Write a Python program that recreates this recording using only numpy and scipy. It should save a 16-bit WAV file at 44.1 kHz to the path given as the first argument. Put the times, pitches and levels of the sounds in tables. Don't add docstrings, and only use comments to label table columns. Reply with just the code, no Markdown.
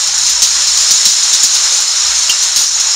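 import sys
import numpy as np
from scipy import signal
from scipy.fft import rfft, irfft
from scipy.io import wavfile

SR = 44100
rng = np.random.default_rng(int(sys.argv[2]) if len(sys.argv) > 2 else 0)


def put_to_file(sound):
    columns = np.atleast_2d(sound).T
    safe = np.clip(columns, -1, 1)
    whole_steps = np.round(safe * 32767)
    wavfile.write(sys.argv[1], SR, whole_steps.astype(np.int16))


N = 130095
TIME = np.arange(N) / SR

# f/Hz, level/dB
STONE_COLOUR = [(60, -51), (300, -50.5), (1000, -24.5), (2200, -20), (3200, -9), (4000, -3), (5400, 0),
                (7150, 2.5), (7700, -17), (8400, -9), (10300, -19.5), (11000, -33.5), (16000, -29.5)]
STONE_LOW_HZ, STONE_HIGH_HZ = 3413, 8694


def from_db(db):
    return 10 ** (np.asarray(db) / 20)


def rms_one(x):
    return x / np.sqrt(np.mean(x ** 2) + 1e-20)


def level(rows):
    return from_db(np.interp(TIME, *np.transpose(rows)))


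def smooth(x, seconds):
    r = np.exp(-1 / (seconds * SR))
    return signal.lfilter([1 - r], [1, -r], x)


def drift(rate):
    knots = rng.standard_normal(N)
    return rms_one(np.interp(TIME * rate * 2, np.arange(N), knots))


def coloured(x, points, size=2048):
    hz, db = np.transpose(points)
    grid = np.maximum(np.fft.rfftfreq(size, 1 / SR), 1)
    curve_db = np.interp(np.log(grid), np.log(hz), db)
    cepstrum = irfft(np.log(rms_one(from_db(curve_db))))
    fold = np.r_[1, np.full(size // 2 - 1, 2), 1, np.zeros(size // 2 - 1)]
    response = irfft(np.exp(rfft(cepstrum * fold)))
    return signal.fftconvolve(x, response)[:N]


def add(out, s, sound):
    start = max(int(s * SR), 0)
    part = out[start:start + len(sound)]
    part += sound[:len(part)]


def dying(t60):
    t = np.arange(int(t60 * SR)) / SR
    return from_db(-60 * t / t60)


def mode(hz, t60):
    envelope = dying(t60)
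    return envelope * np.sin(2 * np.pi * hz * TIME[:len(envelope)])


def hum(lines, curve):
    tones = sum(from_db(db) * np.sqrt(2) * np.sin(2 * np.pi * (hz * TIME + rng.random())) for hz, db in lines)
    return level(curve) * tones


def hums():
    # f/Hz, level/dB
    deep_lines = [(51, -49), (75, -64)]
    upper_lines = [(129, -55)]
    # t/s, level/dB
    deep_level = [(0, -7), (.38, 6.5), (.88, 0.5), (1.02, -19), (1.92, -10), (2.1, 9), (2.4, -5), (2.8, -2),
                  (2.95, -12)]
    upper_level = [(0, 3.5), (.26, 4.5), (.5, -11), (.65, 0.5), (.9, 1), (1.15, -5), (2.95, -10)]
    return hum(deep_lines, deep_level) + hum(upper_lines, upper_level)


def shower(per_s, spread_db):
    far_hiss_db = 1
    flicker_db, flicker_rate = .5, 47
    sizes = from_db(spread_db * np.minimum(rng.exponential(1, N), 5))
    signs = rng.choice([-1, 1], N)
    landed = rng.random(N) < per_s / SR
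    drops = rms_one(sizes * signs * landed)
    far_hiss = from_db(far_hiss_db) * rng.standard_normal(N)
    return rms_one(drops + far_hiss) * from_db(flicker_db * drift(flicker_rate))


def roof_rain():
    # t/s, level/dB
    roof_level = [(0, -25), (.4, -24), (.53, -24), (.58, -20.5), (.69, -23.5), (1.02, -22), (1.12, -24.5),
                  (1.3, -22), (1.5, -25.5), (1.56, -21.5), (1.74, -22), (1.86, -23.5), (2.08, -21.5),
                  (2.3, -24), (2.55, -24), (2.72, -28.5), (2.8, -23.5), (2.95, -24)]
    # f/Hz, level/dB
    roof_colour = [(20, -7.5), (85, -13.5), (130, -39.5), (220, -30.5), (320, -18), (500, -12), (780, -6),
                   (950, -2), (1400, 0.5), (1750, -1), (2600, -1.5), (4000, 3), (9000, -27)]
    return level(roof_level) * coloured(shower(per_s=4400, spread_db=1.5), roof_colour)


def near_splashes():
    # t/s, level/dB
    splash_level = [(0, -13), (.13, -17.5), (.28, -12.5), (.36, -17.2), (.52, -13.5), (.62, -14),
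                    (.72, -13), (.95, -12.5), (1.17, -13), (1.27, -13.5), (1.4, -13), (1.62, -13.5),
                    (1.8, -13.5), (1.88, -15.5), (2.0, -15.5), (2.3, -15), (2.72, -17.5), (2.95, -16.5)]
    # f/Hz, level/dB
    splash_colour = [(500, -54), (1800, -29.5), (2700, -15), (3400, -14.5), (3850, -4.5), (4200, -0.5),
                     (4650, -8.5), (5250, 0.5), (6100, -3.5), (6900, 1), (7250, 0.5), (7550, -7.5),
                     (7800, -16), (8100, -8.5), (8600, -12), (9200, -14.5), (9900, -21), (10500, -23.5),
                     (11000, -28.5), (13300, -32), (15500, -49.5)]
    return level(splash_level) * coloured(shower(per_s=6000, spread_db=1.5), splash_colour)


def pings(per_s, db, t60, low_hz, high_hz):
    out = np.zeros(N)
    for when, pitch, size in rng.random((int(per_s * N / SR), 3)):
        hz = low_hz * (high_hz / low_hz) ** pitch
        add(out, when * N / SR, from_db(db) * (.5 + size) * mode(hz, t60))
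    return out


def roof_pings():
    return pings(per_s=55, db=-30, t60=0.07, low_hz=801, high_hz=2397)


def tile_ticks():
    rings = pings(per_s=260.5, db=-15.5, t60=0.0778, low_hz=5005, high_hz=7360)
    return signal.sosfilt(signal.butter(2, [4300, 7700], "band", fs=SR, output="sos"), rings)


def knocks(count=4):
    # t/s, level/dB, f/Hz around which the modes are scattered
    roof_knocks = [(0.571, -36, 285), (.905, -30, 236), (1.055, -25, 185), (1.54, -34.5, 413),
                   (1.72, -30, 527), (2.585, -39, 314)]
    knock_t60_s = 0.12
    out = np.zeros(N)
    for s, db, hz in roof_knocks:
        for k, share in enumerate(rng.uniform(0.782, 1.3, count)):
            sign = (-1) ** k
            add(out, s, sign * from_db(db) / np.sqrt(count) * mode(hz * share, knock_t60_s))
    return out


def bar():
    # f/Hz, level/dB relative to the hit, t60/s
    bar_modes = [(2816, -1, 0.15), (2950, -2, 0.051), (3075, 4, 0.042), (3190, -11, 0.045)]
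    hit_s, hit_db, contact_s = 2.293, -8.5, 0.0023
    out = np.zeros(N)
    for hz, db, t60 in bar_modes:
        crunch = rng.standard_normal(N) * TIME * np.exp(-TIME / contact_s)
        ping = np.diff(signal.fftconvolve(crunch, mode(hz, t60)))
        add(out, hit_s, from_db(hit_db + db) * ping / np.abs(ping).max())
    return out


def impact(t60, hz, count=7):
    tick_db, ring_db, clatter_db = 4.5, -7.5, -4
    tick_s, build_s = 0.0006, 0.0055
    ring_t60_s = 0.066
    other_hz = rng.uniform(STONE_LOW_HZ, STONE_HIGH_HZ, count)
    others = sum(mode(f, ring_t60_s) for f in other_hz) * np.sqrt(2 / count)
    envelope = dying(t60)
    t = TIME[:len(envelope)]
    noise = rng.standard_normal(len(envelope))
    body = from_db(clatter_db) * envelope * noise
    add(body, 0, from_db(ring_db) * (mode(hz, ring_t60_s) + others))
    tick = from_db(tick_db) * np.exp(-t / tick_s) * noise
    return tick + (1 - np.exp(-t / build_s)) * body


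def small_hail():
    per_s, t60_s = 180, 0.048
    weakest_db, spread_db = -22.5, 3.5
    out = np.zeros(N)
    for _ in range(int(per_s * N / SR)):
        gain = from_db(weakest_db + spread_db * min(rng.exponential(), 2))
        hz = rng.uniform(STONE_LOW_HZ, STONE_HIGH_HZ)
        add(out, rng.uniform(0, N / SR), gain * impact(t60_s, hz))
    return coloured(out, STONE_COLOUR)


def spray(t60):
    fragments_per_s = 11000
    landed = rng.random(N) < fragments_per_s / SR
    fragments = rms_one(rng.standard_normal(N) * landed)
    envelope = dying(t60)
    return envelope * fragments[:len(envelope)]


def big_hailstones():
    # t/s, level/dB, clatter t60/s, strongest ring f/Hz, ice spray level/dB
    hailstones = [(.074, -10, .05, 6200, -25), (0.18, -7, 0.13, 6800, -24), (0.262, -10, 0.12, 6270, -28),
                  (0.294, -10, 0.21, 5920, -22), (.42, 2.5, 0.29, 6160, -15),
                  (0.621, -9.5, 0.11, 6770, -42), (0.672, -3, 0.023, 5450, -31),
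                  (.775, -4, 0.18, 6860, -27), (.802, -8, 0.17, 5880, -25), (.908, 3.5, 0.098, 5760, -12),
                  (.938, -6, 0.28, 6900, -39), (1.054, 5, 0.15, 5564, -19.5),
                  (1.083, -1.5, 0.35, 5450, -25), (1.226, -6.5, 0.032, 5880, -36),
                  (1.33, 0, 0.18, 5650, -22), (1.432, 2.5, 0.19, 6740, -15), (1.545, -3, 0.18, 5350, -22.5),
                  (1.6, -14, .1, 5600, -34), (1.725, -7.5, 0.22, 5500, -42), (1.764, -8, .1, 5440, -27),
                  (1.803, -8.5, 0.081, 6700, -20), (2.067, -8, .05, 5130, -44),
                  (2.149, -10.5, 0.069, 6660, -41), (2.235, -8, .08, 5320, -31),
                  (2.296, -4.5, 0.12, 6510, -15.5), (2.425, -5, 0.2, 4130, -22),
                  (2.561, -3.5, 0.41, 6600, -15.5), (2.612, -14, 0.2, 6600, -23),
                  (2.8, -6, 0.073, 6450, -21)]
    # f/Hz, level/dB
    spray_colour = [(60, -5), (250, -3), (1000, -4), (3000, 3.5), (9000, 6), (11500, -2), (14500, -1.5),
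                    (16000, -11)]
    spray_length = 0.88
    stones, ice = np.zeros((2, N))
    for s, db, t60, hz, spray_db in hailstones:
        add(stones, s, from_db(db) * impact(t60, hz))
        add(ice, s, from_db(spray_db) * spray(spray_length * t60))
    return coloured(stones, STONE_COLOUR) + coloured(ice, spray_colour)


def scene():
    background = hums() + roof_rain() + near_splashes()
    surfaces = roof_pings() + tile_ticks() + knocks() + bar()
    hail = small_hail() + big_hailstones()
    return np.tile(background + surfaces + hail, (2, 1))


def record(dry):
    overload_db, knee = -1.65, 10
    listen_s, threshold_db, slope = 0.0073, -6.5, 0.93
    attack_s, release_db_per_s = 0.047, 83
    cutoff_hz = 15700
    top = from_db(overload_db)
    clipped = dry / (1 + np.abs(dry / top) ** knee) ** (1 / knee)
    heard_db = 10 * np.log10(smooth(dry[0] ** 2, listen_s) + 1e-12)
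    wanted_db = slope * np.maximum(heard_db - threshold_db, 0)
    release = release_db_per_s * TIME
    duck_db = np.maximum.accumulate(wanted_db + release) - release
    out = clipped * from_db(-smooth(duck_db, attack_s))
    return signal.sosfilt(signal.ellip(12, .1, 70, cutoff_hz, fs=SR, output="sos"), out)


dry = scene()
out = record(dry)
put_to_file(out)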